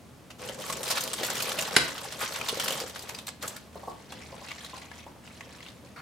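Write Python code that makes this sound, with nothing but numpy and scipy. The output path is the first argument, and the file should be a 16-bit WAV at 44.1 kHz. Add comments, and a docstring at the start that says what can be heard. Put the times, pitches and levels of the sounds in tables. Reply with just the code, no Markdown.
"""Raw spinach leaves rustle and crinkle close by as a handful is gathered, then more softly as it is piled into a pan:
noise and tiny snaps follow the hand's strokes, with coloured bursts for the largest buckles.
Stems flick free as rough notes, leaves pat the bowl and scrape its rim, something hard clicks once and rebounds,
and hollow knocks ring the bowl's modes. A small kitchen answers with a diffuse tail, over still air and a low hum."""
import sys
import numpy as np
from scipy import signal
from scipy.fft import rfft, irfft, next_fast_len
from scipy.io import wavfile
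from scipy.ndimage import uniform_filter1d, map_coordinates

SR = 44100
rng = np.random.default_rng(int(sys.argv[2]) if len(sys.argv) > 2 else 0)


def put_to_file(sound):
    """Save the sound as 16-bit audio at rate SR, in the file named by the first command-line argument."""
    columns = np.atleast_2d(sound).T  # one column per channel
    safe = np.clip(columns, -1, 1)
    whole_steps = np.round(safe * 32767)
    wavfile.write(sys.argv[1], SR, whole_steps.astype(np.int16))


N = 265437


def amp(db):
    """Decibels to amplitude gain."""
    return 10 ** (np.asarray(db) / 20)


def unit(x):
    """Scale to rms 1."""
    return x / np.sqrt(np.mean(x ** 2) + 1e-20)


def along(points, hz):
    """Interpolate (frequency [Hz], value) points on a log-frequency axis."""
    point_hz, values = np.transpose(points)
    return np.interp(np.log(hz + 1), np.log(point_hz + 1), values)


def wobble(rate_hz):
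    """Smooth random curve with rate_hz knots a second."""
    knots = rng.standard_normal(int(N * rate_hz / SR) + 4)
    return map_coordinates(knots, [np.arange(N) * rate_hz / SR])


def coloured(x, gain_db):
    """Causal minimum-phase filter from a gain [dB] function of frequency [Hz]."""
    n = x.shape[-1]
    m = 2 * next_fast_len(n)
    gain = np.maximum(amp(gain_db(np.fft.rfftfreq(m, 1 / SR))), 1e-6)
    cepstrum = irfft(np.log(gain))
    # fold the cepstrum onto positive time
    cepstrum[1:m // 2] *= 2
    cepstrum[m // 2 + 1:] = 0
    return irfft(rfft(x, m) * np.exp(rfft(cepstrum)), m)[..., :n]


# stereo width: (frequency [Hz], side gain [dB])
SIDE_WIDTH = [(100, -9.5), (500, -8), (2000, -6), (12000, -6)]


def stereo(mid, side):
    """Mid and side to left and right: nearly alike in the bass, wider in the treble."""
    side = coloured(side, lambda hz: along(SIDE_WIDTH, hz))
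    return np.array([mid + side, mid - side])


def add(track, time_s, sound):
    """Mix a sound in at time_s, cut at the track's end."""
    part = track[..., round(time_s * SR):][..., :sound.shape[-1]]
    part += sound[..., :part.shape[-1]]


def ring(hz, t60_s, attack_s):
    """One damped mode: an exponentially decaying sine with a soft attack."""
    t = np.arange(SR // 4) / SR
    return np.sin(2 * np.pi * hz * t) * amp(-60 * t / t60_s) * (1 - np.exp(-t / attack_s))


def rough_phase(hz, t, blur):
    """Mid and side phase of a tone whose pitch is blurred by a random walk."""
    walk = np.cumsum(rng.standard_normal((2, len(t))), axis=1)
    return 2 * np.pi * hz * t + blur * np.sqrt(hz / SR) * walk


# still air spectrum: (frequency [Hz], relative level [dB per Hz])
AIR_SPECTRUM = [(20, -38), (40, -17), (60, -10.5), (95, -8), (200, -4.5), (280, -7), (370, -13.5),
                (520, -12.5), (1500, -23), (4000, -29), (10000, -33.5), (16000, -40.5)]
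# appliance hum tones: (frequency [Hz], central rms level [dB])
HUM_TONES = [(76, -62), (120, -64)]


def background(air_db=-52.0, waver_db=3, drift_rad=1.83):
    """Still kitchen air as shaped noise; appliance hum as sines wavering in level and phase."""
    t = np.arange(N) / SR
    air = unit(coloured(rng.standard_normal((2, N)), lambda hz: along(AIR_SPECTRUM, hz)))
    hum = np.zeros(N)
    for hz, db in HUM_TONES:
        level = amp(db + waver_db * wobble(8))
        hum += level * np.sin(2 * np.pi * hz * t + drift_rad * wobble(9))
    return amp(air_db) * stereo(*air) + np.sqrt(2) * hum


# loudest leaves and stems buckling:
# (time [s], relative level [dB], treble share [dB], fold resonance [Hz])
BUCKLES = [(0.3035, -33, -16, 2740), (0.4425, -32.5, -22, 2540), (0.4867, -27, -15, 3130),
           (0.608, -31.5, -11, 1340), (0.699, -21, -9, 1390), (0.7257, -20.5, -8, 7640),
           (0.767, -28.5, -2, 6860), (0.8305, -21, -9, 8500), (0.877, -23, -2, 3870),
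           (0.902, -16.5, -6, 5170), (0.9104, -15, -7, 4440), (0.921, -19.5, -10, 2770),
           (0.9708, -17.5, -21, 2200), (0.9803, -21, -8, 1400), (1.0076, -19, 0, 6470),
           (1.0358, -20, 2, 4650), (1.075, -23, -8, 3400), (1.1324, -17, -10.5, 8450),
           (1.2323, -18, -8, 3460), (1.2466, -18, -11, 7000), (1.263, -23, 8, 7140),
           (1.2992, -17, -14, 7600), (1.352, -21, -9, 1850), (1.368, -22, -8, 2980),
           (1.404, -19.5, -10, 2530), (1.4227, -16.5, 2, 4580), (1.453, -23, -10, 2260),
           (1.49, -20, -6, 3030), (1.516, -19.5, -16, 3430), (1.5868, -15, -11.5, 2740),
           (1.608, -20.5, -3, 7000), (1.622, -20, -4, 2730), (1.677, -25, -14, 1350),
           (1.9792, -25, -15, 3160), (2.122, -25, -13, 3180), (2.223, -22, -18, 1290),
           (2.322, -26.5, -5, 4410), (2.359, -20, -23, 1780), (2.4851, -15.5, -12, 3500),
           (2.492, -17.5, -11, 3000), (2.572, -25, -11, 3830), (2.598, -15, -11.5, 2970),
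           (2.641, -24, 4, 5000), (2.6803, -14.5, -12, 2900), (2.7047, -19.5, -5, 2920),
           (2.722, -19.5, -7, 3200), (2.8013, -21, -10, 4800), (2.8765, -33, 0, 4900),
           (2.8963, -30, -8, 3700), (2.9592, -25.5, -19, 1540), (2.9916, -28, -6, 4700),
           (3.0233, -33, 1, 3670), (3.0915, -23, -10, 2430), (3.1853, -27, -13, 3600),
           (3.268, -25.5, -1, 4000), (3.28, -24.5, -15, 7970), (3.4251, -23.5, -5, 1660),
           (3.477, -20.5, -1, 7550), (3.563, -29, -6, 1640), (4.1218, -29, -18, 1170),
           (4.485, -29.5, -20, 2700), (4.6455, -28.5, -14, 3760)]
# near-leaf spectrum: (frequency [Hz], relative level [dB])
NEAR_LEAF_SPECTRUM = [(40, -54), (350, -7), (600, 0), (1100, 1), (1600, -0.5), (2300, -2), (3100, -1.5),
                      (5000, -3.5), (8000, -6), (11000, -10.5), (14500, -11), (16000, -23)]
BUCKLE_BUILD_DB_PER_S, BUCKLE_PEAK_S, BUCKLE_T60_S = 7000, 0.0011, .062
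FOLD_DB, RAGGED_DB = 8.5, 3.2  # fold resonance boost; scale of the random level


def crinkles(level_db=-12, hold_s=0.0017, colour=0.46, octaves=0.13, low_db=-2, dull_body=0.18,
             usual_treble_db=-12, top_colour=0.9, top_db=-2):
    """A buckling leaf's ragged fractures build, hold and die; the fold colours them, dull ones have more body."""
    lead = SR // 100
    out, t = np.zeros((2, N + lead)), np.arange(-lead, SR // 8) / SR
    age = t - BUCKLE_PEAK_S
    build_db = BUCKLE_BUILD_DB_PER_S * np.minimum(age, 0)
    shape = amp(build_db - 60 * np.maximum(age - hold_s, 0) / BUCKLE_T60_S)
    for time_s, db, treble_db, fold_hz in BUCKLES:
        knots = rng.standard_normal(len(t))
        ragged = amp(RAGGED_DB * map_coordinates(knots, [(t - t[0]) * 900], order=1))
        bright_db = treble_db - usual_treble_db
        tilt = [(1800, low_db - dull_body * bright_db), (4000, 0.039),
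                (8000, colour * bright_db), (13000, top_colour * bright_db + top_db)]

        def spectrum_db(hz):
            fold_db = FOLD_DB / (1 + (np.log2((hz + 1) / fold_hz) / octaves) ** 2)
            return along(NEAR_LEAF_SPECTRUM, hz) + along(tilt, hz) + fold_db

        burst = coloured(rng.standard_normal((2, len(t))) * ragged * shape, spectrum_db)
        early_rms = np.sqrt(np.mean(burst[:, lead:lead + SR // 125] ** 2))  # first 8 ms
        add(out, time_s, amp(db + level_db) * burst / early_rms)
    return stereo(*out[:, lead:])


# hand strokes through the leaves:
# (start [s], length [s], crisp rustle level [dB], soft flapping relative to it [dB])
HAND_STROKES = [(0.382, 0.14, -43, -3.5), (0.568, 0.54, -42, -3), (0.822, 0.16, -36, -17),
                (1.151, 0.63, -36.5, -7), (1.72, 0.22, -40, -7.5), (1.937, 0.32, -43.5, -6.5),
                (2.185, 0.04, -33, -14), (2.284, 0.38, -39, -8), (2.6, 0.18, -36, -7),
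                (2.923, 0.23, -47.5, -5), (3.407, 0.039, -40.5, -4), (3.716, 0.5, -56, -8),
                (4.082, 0.31, -51, 0.5), (4.419, 0.25, -45, -20), (4.723, 0.073, -44.5, -20),
                (4.918, 0.074, -49, -15), (5.222, 0.46, -52.5, -19), (5.815, 0.032, -56, 3)]
STROKE_ATTACK_S, STROKE_RELEASE_DB_PER_S = 0.031, 108


def strokes():
    """Gains of rustle and flapping: each stroke builds, holds and dies as the leaves settle."""
    t = np.arange(N) / SR
    crisp, soft = np.zeros((2, N))
    for start_s, length_s, db, soft_db in HAND_STROKES:
        rise = np.clip((t - start_s) / STROKE_ATTACK_S, 0, 1)
        release_db = STROKE_RELEASE_DB_PER_S * np.maximum(t - start_s - length_s, 0)
        power = (rise * amp(db - release_db)) ** 2
        crisp += power
        soft += power * amp(soft_db) ** 2
    return np.sqrt(crisp), np.sqrt(soft)


def crackle(rate_hz, spread_db, t60_s):
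    """Mid and side of tiny fractures: random moments, few large and many small, each a brief noise burst."""
    sizes = amp(spread_db * np.minimum(rng.exponential(size=N), 3))
    fractures = (rng.random(N) < rate_hz / SR) * sizes
    decay = amp(-60 * np.arange(SR // 10) / SR / t60_s)
    power = np.abs(signal.fftconvolve(fractures ** 2, decay ** 2)[:N])
    # the hand's steady pressure evens the fractures out over a stroke
    power = power / (np.abs(uniform_filter1d(power, size=4000)) + 1e-9)
    return np.sqrt(power) * rng.standard_normal((2, N))


def snaps(rate_hz, spread_db, t60_s, blur, low_hz=900, high_hz=13000):
    """Mid and side of small veins giving way: each a quickly dying note of random, blurred pitch."""
    out, t = np.zeros((2, N)), np.arange(SR // 25) / SR
    for when, size, height in rng.random((int(rate_hz * N / SR), 3)):
        hz = low_hz * (high_hz / low_hz) ** height
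        db = spread_db * min(-np.log(1 - size), 3)
        note = np.sin(rough_phase(hz, t, blur))
        add(out, when * N / SR, np.sqrt(hz) * amp(db - 60 * t / t60_s) * note)
    # the hand's steady pressure evens them out over a stroke
    local_power = np.abs(uniform_filter1d(np.mean(out ** 2, axis=0), size=6000))
    return out / np.sqrt(local_power + 1e-9)


# spectrum of leaves in the pan: (frequency [Hz], relative level [dB per Hz])
PILED_LEAF_SPECTRUM = [(350, -23), (700, 6), (1300, 1.5), (2300, 4.5), (3800, 1.5), (7000, -3.5),
                       (12000, -12.5), (16000, -24)]
# spectrum of broad blades flapping: (frequency [Hz], relative level [dB per Hz])
FLAP_SPECTRUM = [(65, -65), (110, 1), (189, 5), (327, -3), (455, 1.5), (560, 0), (679, -6), (846, -7),
                 (1200, -16), (1560, -45), (2640, -120)]
PAN_S, PAN_FADE_S = 3.9, 0.091  # when the handful moves over the pan, and for how long
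SNAP_T60_S, FLUTTER_DB = .04, 1.2


def rustle(crisp, soft, near_db=-1, pan_db=-2, pan_flap_db=-4, near_slide_db=-3, pan_slide_db=-1):
    """Leaves slide and snap while broad blades flap lower down; in the pan they sound duller."""
    in_pan = np.clip((np.arange(N) / SR - PAN_S) / PAN_FADE_S, 0, 1)
    slide = crackle(rate_hz=900, spread_db=4.5, t60_s=.01)
    tight_snaps = snaps(rate_hz=420, spread_db=2.0, t60_s=SNAP_T60_S, blur=1.194)
    loose_snaps = snaps(rate_hz=260, spread_db=0, t60_s=SNAP_T60_S, blur=0.98, high_hz=11200)
    tight = amp(near_slide_db) * slide + tight_snaps
    loose = amp(pan_slide_db) * slide + loose_snaps
    near = amp(near_db) * unit(coloured(tight, lambda hz: along(NEAR_LEAF_SPECTRUM, hz)))
    piled = amp(pan_db) * unit(coloured(loose, lambda hz: along(PILED_LEAF_SPECTRUM, hz)))
    flutter = amp(FLUTTER_DB * wobble(35))
    leaves = ((1 - in_pan) * near + in_pan * piled) * crisp * flutter
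    flap_snaps = snaps(rate_hz=170, spread_db=1, t60_s=0.059, blur=0.8, low_hz=419.5, high_hz=1407)
    flaps = rng.standard_normal((2, N)) + flap_snaps
    blades = unit(coloured(flaps, lambda hz: along(FLAP_SPECTRUM, hz)))
    return stereo(*(leaves + blades * soft * amp(in_pan * pan_flap_db)))


# leaves flopping against the bowl: (time [s], relative level [dB], main pitch [Hz])
LEAF_PATS = [(0.495, -20, 560), (0.6986, -16.5, 1097), (0.801, -26, 526), (0.875, -23.5, 476),
             (0.907, -16.5, 746), (1.211, -18.5, 450), (1.232, -17, 560), (1.284, -21, 1480),
             (1.3, -21, 754), (1.586, -17.5, 570), (1.678, -22, 796), (2.05, -22.5, 820),
             (2.528, -16.5, 417), (2.572, -20, 476), (2.705, -18, 530), (2.815, -17, 490),
             (2.838, -21.5, 460), (5.47, -33.5, 534)]


def pats(level_db=-1, t60_s=0.028, upper_db=-8, lower_db=-12):
    """A soft leaf lands with a short, dull note of three damped modes."""
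    out = np.zeros(N)
    for time_s, db, hz in LEAF_PATS:
        upper_hz = hz * rng.uniform(1.0, 1.88)
        lower_hz = hz * rng.uniform(0.69, 0.89)
        note = ring(hz, t60_s, 0.0028)
        note += amp(upper_db) * ring(upper_hz, t60_s, 0.0033)
        note += amp(lower_db) * ring(lower_hz, t60_s, 0.00085)
        add(out, time_s, amp(db + level_db) * note)
    return out


# hard contact, then its rebound: (time [s], relative level [dB])
CLICK_HITS = [(1.7644, -6), (1.7674, -5)]
# modes of the hard contact: (frequency [Hz], relative level [dB])
CLICK_MODES = [(150, -16), (250, -17), (490, -17), (805, -16), (1274, -9), (1555, -3), (2080, -4),
               (2400, -11), (3820, -5), (4180, -8), (4900, -12), (7950, -17)]
# crack spectrum: (frequency [Hz], relative level [dB per Hz])
CRACK_SPECTRUM = [(71, -103), (120, 1.5), (1730, -4), (2070, 2), (3570, -5), (4120, -3.5), (5040, -1.5),
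                  (6040, -14.5), (7700, -10.5), (11100, -12), (13600, -28), (15000, -51)]
CLICK_RING_T60_S, CRACK_T60_S = .014, .009  # ring: value at 2 kHz


def click(crack_db=-1.0, modes_db=-1, linger_db=-23, linger_t60_s=0.11, scatter_db=-13,
          scatter_t60_s=0.087, scatter_rise_s=0.0015):
    """A hard contact rings modes that linger; it and its rebound crack, scattering off pan and worktop."""
    out, t = np.zeros((2, N)), np.arange(SR // 4) / SR
    modes = np.zeros(len(t))
    for k, (hz, db) in enumerate(CLICK_MODES):
        short = ring(hz, CLICK_RING_T60_S * np.sqrt(2000 / hz), .0001)
        linger = amp(linger_db) * ring(hz, linger_t60_s, .002)
        modes += (-1) ** k * amp(db) * (short + linger)
    contact_s, contact_db = CLICK_HITS[0]
    add(out, contact_s, amp(contact_db + modes_db) * modes)
    crack = amp(crack_db - 60 * t / CRACK_T60_S)
    scatter = amp(scatter_db - 60 * t / scatter_t60_s) * (1 - np.exp(-t / scatter_rise_s))
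    for time_s, db in CLICK_HITS:
        noise = unit(coloured(rng.standard_normal((2, len(t))), lambda hz: along(CRACK_SPECTRUM, hz)))
        add(out, time_s, amp(db) * stereo(*noise) * (crack + scatter))
    return out


# leaves dragging on the bowl's rim: (time [s], level [dB], length before fading [s])
RIM_SCRAPES = [(2.207, -37.5, 0.037), (3.435, -40.5, 0.023), (3.567, -50, 0.0099), (5.962, -45, 0.041)]
# rim resonances: (centre [Hz], width [Hz], relative level [dB])
RIM_MODES = [(1370, 320, 5), (2250, 220, -3.5), (4450, 220, -5.5)]


def scrapes(fade_t60_s=0.05):
    """Sticking and slipping, as noise, excites the rim's broad resonances."""
    out, t = np.zeros((2, N)), np.arange(SR // 5) / SR

    def rim_db(hz):
        power = sum(amp(db) ** 2 / (1 + (2 * (hz - centre_hz) / width_hz) ** 2)
                    for centre_hz, width_hz, db in RIM_MODES)
        return 10 * np.log10(power)

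    for time_s, db, length_s in RIM_SCRAPES:
        slips = unit(coloured(rng.standard_normal((2, len(t))), rim_db))
        fade_db = 60 * np.maximum(t - length_s, 0) / fade_t60_s
        add(out, time_s, slips * amp(db - fade_db))
    return stereo(*out)


# stiff stems flicking free: (time [s], level [dB], pitch [Hz])
STEM_FLICKS = [(2.413, -23.5, 2350), (3.1485, -31.5, 4820), (4.5084, -35, 2200), (4.516, -31, 2220),
               (4.663, -38, 3730), (4.82, -39, 2020), (4.9152, -35, 1750), (5.276, -41.5, 2660),
               (5.408, -33, 2064), (5.6053, -40, 2180), (5.628, -40, 3350), (5.6634, -39.5, 2800),
               (5.685, -39, 3700)]
# stem bending modes: (ratio to pitch [1], relative level [dB])
BENDING_MODES = [(0.54, -7.5), (0.999, -0.5), (1.27, -8.5)]


def stems(t60_s=0.033, blur=0.69, tick_db=-9, tick_t60_s=0.027):
    """A stiff stem flicks free: a dry noise tick and a short, slightly rough note of bending modes."""
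    out, t = np.zeros((2, N)), np.arange(SR // 10) / SR
    for time_s, db, hz in STEM_FLICKS:
        phase = rough_phase(hz, t, blur)
        modes = sum(amp(mode_db) * np.sin(ratio * phase) for ratio, mode_db in BENDING_MODES)
        note = modes * amp(-60 * t / t60_s)
        noise = rng.standard_normal((2, len(t)))
        tick = unit(coloured(noise, lambda f: along(PILED_LEAF_SPECTRUM, f)))
        tick = tick * amp(tick_db - 60 * t / tick_t60_s)
        add(out, time_s, amp(db) * (note + tick))
    return stereo(*out)


# hollow knocks: (time [s], relative level [dB], pitch the contact favours [Hz])
BOWL_KNOCKS = [(3.755, -31, 534), (3.832, -36, 1050), (3.874, -31, 784), (3.88, -30.5, 1070),
               (3.912, -37, 1050), (4.325, -37.5, 620), (4.338, -44, 950), (4.415, -38, 880),
               (4.733, -37, 885), (4.775, -40, 794), (5.065, -35.5, 880), (5.16, -47, 824)]
# nominal bowl modes: frequency [Hz]
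BOWL_MODES = [550, 808, 930, 1077]
BOWL_T60_S = .04


def knocks(level_db=1, scatter=0.055, thud_db=-6, thud_t60_s=0.081, falloff_db_per_octave=14):
    """Each nudge is a dull thud ringing the bowl's modes, weaker away from the contact's pitch."""
    out, t = np.zeros(N), np.arange(SR // 4) / SR
    dull = [(150, -11.5), (450, -1.5), (1100, -2.5), (1400, -38), (4000, -35.0)]  # (Hz, dB)
    for time_s, db, contact_hz in BOWL_KNOCKS:
        thud = unit(coloured(rng.standard_normal(len(t)), lambda hz: along(dull, hz)))
        add(out, time_s, thud * amp(db + thud_db - 60 * t / thud_t60_s))
        for hz in BOWL_MODES:
            octaves_off = abs(np.log2(hz / contact_hz))
            gain = amp(db + level_db - falloff_db_per_octave * octaves_off)
            mode_hz = hz * (1 + scatter * rng.normal())
            add(out, time_s, gain * ring(mode_hz, BOWL_T60_S, 0.0022))
    return out


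# kitchen reverberation: (frequency [Hz], t60 [s])
KITCHEN_T60 = [(150, 0.54), (1000, 0.33), (4000, 0.35), (14000, 0.092)]


def kitchen(x, side_db=3):
    """The walls' answer: convolution with a diffuse noise tail whose decay time varies with frequency."""
    hz, t, bins = signal.stft(rng.standard_normal((2, SR // 2)), SR, nperseg=256)
    decay = amp(-60 * t / along(KITCHEN_T60, hz)[:, None])
    tail = signal.istft(bins * decay, SR, nperseg=256)[1]
    tail = tail * (1 - np.exp(-np.arange(tail.shape[1]) / SR / 0.003))  # 3 ms onset
    mid, side = tail / np.linalg.norm(tail[0])
    response = stereo(mid, amp(side_db) * side)
    return signal.fftconvolve(x.mean(axis=0)[None], response, axes=1)[:, :N]


def far_walls(x, level_db=-14, delay_s=0.028):
    """The far side of the kitchen returns a sharp sound a moment later, diffused."""
    out = np.zeros((2, N))
    add(out, delay_s, amp(level_db) * kitchen(x))
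    return out


def scene(leaf_room_db=-12, click_room_db=-12, bowl_room_db=-6):
    """Leaves, click and bowl in the kitchen, over its air and hum."""
    crisp, soft = strokes()
    leaves = crinkles() + rustle(crisp, soft) + pats() + scrapes() + stems()
    hit, bowl = click(), knocks()
    walls = kitchen(amp(leaf_room_db) * leaves)
    walls += kitchen(amp(click_room_db) * hit + amp(bowl_room_db) * bowl)
    walls += far_walls(hit)
    return background() + leaves + hit + bowl + walls


MIC_LOW_HZ, TOP_HZ = 42, 15950  # bass roll-off; band limit
CEILING = .9  # full scale = 1


def record(dry):
    """The recorder thins the deepest bass, rounds off peaks near full scale and cuts above its band limit."""
    thinned = coloured(dry, lambda hz: -10 * np.log10(1 + (MIC_LOW_HZ / (hz + 1)) ** 4))
    rounded = thinned / (1 + np.abs(thinned / CEILING) ** 6) ** (1 / 6)
    m = next_fast_len(N + SR // 2)
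    in_band = np.fft.rfftfreq(m, 1 / SR) < TOP_HZ
    return irfft(rfft(rounded, m) * in_band, m)[:, :N]


dry = scene()
out = record(dry)
put_to_file(out)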